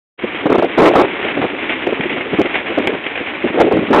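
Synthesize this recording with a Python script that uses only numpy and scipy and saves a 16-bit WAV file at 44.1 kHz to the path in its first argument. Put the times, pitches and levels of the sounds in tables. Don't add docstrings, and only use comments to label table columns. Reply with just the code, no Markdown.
import sys
import numpy as np
from scipy import signal
from scipy.fft import rfft, irfft
from scipy.io import wavfile
from scipy.ndimage import uniform_filter1d, map_coordinates

SR = 44100
rng = np.random.default_rng(int(sys.argv[2]) if len(sys.argv) > 2 else 0)


def log_audio(samples):
    frames = np.atleast_2d(samples).T
    limited = np.clip(frames, -1, 1)
    pcm = np.round(limited * 32767).astype(np.int16)
    wavfile.write(sys.argv[1], SR, pcm)


N = 176400

# frequency_hz, level_db
RUSTLE_TONE = [(25, -28), (60, -10.5), (140, -12.5), (300, 4.5), (500, -0.5), (900, -2), (1300, -3.5),
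               (1800, -1), (2250, 2), (2750, -2.5), (3300, -7), (4000, -20.5)]
# time_s, level_db
RUSTLE_LOUDNESS = [(.19, -29.5), (.27, -24.5), (.38, -22.5), (.55, -26.5), (.75, -22.5), (1.1, -24.5),
                   (1.28, -20.5), (1.55, -24.5), (1.76, -21.5), (1.97, -24.5), (2.3, -23.5), (2.5, -24),
                   (2.6, -22), (2.85, -23.5), (3.1, -25), (3.38, -23), (3.55, -25), (4, -25.5)]
# frequency_hz, level_db
FLAP_TONE = [(60, -23), (200, -8.5), (400, -4), (700, -2.5), (1200, -14.5), (2100, 2.5), (2600, -4.5),
             (3300, -9.5), (4000, -28.5)]
# start_s, level_db, decay_s
SHEET_FLAPS = [(0.346, -23, 0.013), (.69, -30, 0.014), (0.856, -12.5, 0.0087), (1.232, -24.5, 0.015),
               (1.248, -19.5, 0.0074), (1.283, -17.5, 0.012), (1.416, -19, 0.0064), (1.5, -21.5, 0.0067),
               (1.584, -24, 0.018), (1.694, -15, .013), (1.729, -23, 0.012), (1.866, -20, 0.0058),
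               (2.007, -16, 0.0061), (2.033, -19, 0.011), (2.095, -19, 0.019), (2.126, -23, 0.011),
               (2.208, -19.5, 0.011), (2.414, -18.5, 0.0063), (2.456, -18, 0.0082), (2.541, -15, 0.017),
               (2.554, -15, .007), (2.666, -21.5, 0.011), (2.872, -10, 0.0043), (3.04, -22.5, 0.007),
               (3.064, -14, 0.0043), (3.155, -20, 0.013), (3.175, -21, 0.011)]
# time_s, level_db
SWIRL_LOUDNESS = [(.2, -45.5), (.55, -20), (.72, -29.5), (.95, -14), (1.13, -31), (1.35, -27.5),
                  (1.6, -33.5), (1.8, -30), (2.1, -27), (2.4, -27.5), (2.62, -32), (2.9, -25.5),
                  (3.05, -37.5), (3.38, -34.5), (3.65, -24), (4, -27.5)]
# frequency_hz, level_db
BLAST_TONE = [(25, -35), (45, -31), (90, -20.5), (160, -14), (220, -6), (290, 2), (400, -1), (520, -6),
              (680, -14), (850, -28.5), (1300, -37), (3000, -46.5)]
# frequency_hz, level_db
TEARING_TONE = [(200, -27), (480, -7), (750, 2.5), (1000, -1), (1300, -3), (1700, -11), (3000, -20),
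                (4000, -21.5)]
# start_s, length_s, blast_db, tearing_db, pitch_hz
EDDY_HITS = [(0.237, 0.013, -14, -32.5, 321), (0.456, 0.014, -5.5, -16, 410.5),
             (0.495, 0.015, -7.5, -19, 409.3), (0.516, 0.011, -6, -15, 360),
             (0.542, 0.018, -8.5, -16.5, 449.3), (0.581, 0.016, -9, -16, 408.7),
             (0.623, 0.011, -7.5, -15.5, 488.7), (0.642, 0.0067, -6.5, -23, 420.7),
             (0.776, 0.036, -6, -11.5, 450.4), (0.817, 0.072, -5, -10.5, 429.7),
             (0.895, 0.02, -9.2, -25, 419), (0.936, 0.0078, -14, -17.0, 609),
             (0.951, 0.022, -8, -9.5, 429.5), (0.979, 0.041, -7, -10, 450.4),
             (1.032, 0.021, -12.5, -19.5, 460.7), (1.242, 0.018, -18, -37, 370),
             (1.369, 0.009, -10.5, -27.5, 429), (1.385, 0.016, -13.5, -31, 300),
             (1.415, 0.016, -13.5, -16, 438.7), (1.44, 0.014, -10.5, -19.0, 449.5),
             (1.868, 0.008, -8.2, -33, 480), (1.885, 0.0097, -14.5, -33, 381.2),
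             (1.924, 0.0075, -9, -35.0, 351.6), (1.994, 0.01, -15.5, -33, 300.4),
             (2.056, 0.0091, -13.0, -40, 399.1), (2.098, 0.017, -21.5, -33, 370.4),
             (2.161, 0.025, -19, -33, 400.8), (2.327, 0.025, -14, -29, 360.8),
             (2.386, 0.014, -6.5, -22.0, 400), (2.405, 0.011, -8, -35, 468.6),
             (2.448, 0.017, -15, -22.5, 399.9), (2.698, 0.025, -19.5, -42, 398.7),
             (2.775, 0.011, -6.5, -19, 480.5), (2.794, 0.012, -11.5, -38, 371.9),
             (2.874, 0.025, -16, -32, 410.7), (2.923, 0.031, -18.5, -31, 409.7),
             (3.204, 0.0118, -18, -39, 339.9), (3.44, 0.0094, -7.5, -34, 421.5),
             (3.456, 0.011, -10, -36.0, 319.4), (3.497, 0.012, -19, -34.0, 300.3),
             (3.542, 0.025, -15.5, -26.0, 381), (3.574, 0.018, -9, -19.5, 519.7),
             (3.6, 0.02, -3.5, -10.5, 491.4), (3.622, 0.0079, -10, -30, 429.8),
             (3.64, 0.014, -10.5, -31.0, 411.5), (3.662, 0.026, -10, -32, 441.5),
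             (3.711, 0.014, -8, -16.5, 420.4), (3.731, 0.032, -10.9, -28, 379.3),
             (3.768, 0.0077, -6.5, -21.0, 399.7), (3.787, 0.0077, -8.5, -20.5, 378.7),
             (3.807, 0.0311, -15.5, -37, 350.5), (3.883, 0.0097, -19.5, -25.5, 299.2),
             (3.903, 0.023, -7, -24, 408.6), (3.929, 0.024, -9, -6.5, 419),
             (3.958, 0.049, -8.5, -9.5, 430.6)]

CREASES_PER_S, CREASE_SPREAD_DB, CLICK_SHARE = 1500, 3.5, 0.43
FLAP_GAIN_DB, FLAP_RISE_S, FLAP_TAIL_DB, FLAP_TAIL_S = -0.5, 0.0019, -15.5, 0.029
EDDY_GAIN_DB, BLAST_PITCH_HZ = -1.5, 369.4
STEADINESS = 0.84
START_S, FADE_IN_S = 0.174, 0.018
LOW_CUT_HZ, BAND_TOP_HZ, CLIP_LEVEL, HIGH_CUT_HZ = 38, 3883, 0.73, 15900


def from_db(db):
    return 10 ** (np.asarray(db) / 20)


def rms_one(x):
    return x / np.sqrt(np.mean(x ** 2) + 1e-20)


def curve(rows):
    return np.interp(np.arange(N) / SR, *np.transpose(rows))


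def drift(hz):
    step, warm_up = 40, 2000
    pole = np.exp(-2 * np.pi * hz * step / SR)
    noise = rng.standard_normal(N // step + warm_up + 2)
    slow = signal.lfilter([1], [1, -2 * pole, pole * pole], noise)[warm_up:]
    return np.interp(np.arange(N) / step, np.arange(len(slow)), rms_one(slow))


def with_tone(x, tone):
    hz, db = np.transpose(tone)
    bins_hz = np.maximum(np.arange(N // 2 + 1) * SR / N, 1)
    gain = from_db(np.interp(np.log(bins_hz), np.log(hz), db))
    bass_fade = np.minimum(bins_hz / hz[0], 1) ** 2
    return rms_one(irfft(rfft(x) * gain * bass_fade, N))


def envelope(start, rise, hold, decay):
    shape = np.zeros(N)
    span = np.arange(max(int((start - rise) * SR), 0), min(int((start + hold + 10 * decay) * SR), N))
    age = span / SR - start
    shape[span] = np.clip(age / rise + .5, 0, 1) * np.exp(-np.maximum(age - hold, 0) / decay)
    return shape


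def evened(x):
    power = uniform_filter1d(uniform_filter1d(x ** 2, size=260), size=260)
    return rms_one(x / (power + 1e-9) ** (STEADINESS / 2))


def bent(x, octaves):
    return map_coordinates(x, [np.cumsum(2 ** octaves) % (N - 1)], order=1)


def crinkle():
    sizes = from_db(CREASE_SPREAD_DB * np.minimum(rng.exponential(1, N), 3.8))
    signs = rng.choice([-1, 1], N)
    snaps = rng.random(N) < CREASES_PER_S / SR
    clicks = rms_one(sizes * signs * snaps)
    return np.sqrt(CLICK_SHARE) * clicks + np.sqrt(1 - CLICK_SHARE) * rng.standard_normal(N)


def rustling():
    shiver = from_db(1.65 * drift(hz=25))
    return from_db(curve(RUSTLE_LOUDNESS)) * with_tone(crinkle() * shiver, RUSTLE_TONE)


def flapping():
    loudness = np.zeros(N)
    for start_s, level_db, decay_s in SHEET_FLAPS:
        crack = envelope(start_s, rise=FLAP_RISE_S, hold=FLAP_RISE_S, decay=decay_s)
        tail = envelope(start_s, rise=FLAP_RISE_S, hold=FLAP_RISE_S, decay=FLAP_TAIL_S)
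        loudness += from_db(level_db + FLAP_GAIN_DB) * (crack + from_db(FLAP_TAIL_DB) * tail)
    return loudness * evened(with_tone(crinkle(), FLAP_TONE))


def rushing_air(tone):
    return evened(with_tone(rng.standard_normal(N), tone))


def wind_on_microphone():
    blast_level = tearing_level = pitch_sum = push_sum = 0
    for start_s, length_s, blast_db, tearing_db, pitch_hz in EDDY_HITS:
        push = envelope(start_s, rise=0.0034, hold=length_s, decay=0.0045)
        blast_level = np.maximum(blast_level, from_db(blast_db + EDDY_GAIN_DB) * push)
        tearing_level = np.maximum(tearing_level, from_db(tearing_db + EDDY_GAIN_DB) * push)
        pitch_sum += push * np.log2(pitch_hz / BLAST_PITCH_HZ)
        push_sum += push
    flutter = from_db(1.22 * drift(hz=90))
    swirl_level = from_db(curve(SWIRL_LOUDNESS) + 3.5 * drift(hz=22))
    octaves = pitch_sum / np.maximum(push_sum, .5) + .13 * drift(hz=69.98)
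    blast = np.hypot(blast_level * flutter, swirl_level) * bent(rushing_air(BLAST_TONE), octaves)
    tearing = tearing_level * flutter * rushing_air(TEARING_TONE)
    return blast + tearing


def scene():
    return (rustling() + flapping() + wind_on_microphone())[None]


def record(dry):
    fade_in = np.clip((np.arange(N) / SR - START_S) / FADE_IN_S, 0, 1) ** 2
    thinned = signal.sosfilt(signal.butter(2, LOW_CUT_HZ, "high", fs=SR, output="sos"), dry * fade_in)
    narrow = signal.sosfilt(signal.butter(20, BAND_TOP_HZ, fs=SR, output="sos"), thinned)
    clipped = np.clip(narrow, -CLIP_LEVEL, CLIP_LEVEL)
    return signal.sosfilt(signal.ellip(12, .1, 80, HIGH_CUT_HZ, fs=SR, output="sos"), clipped)


dry = scene()
out = record(dry)
log_audio(out)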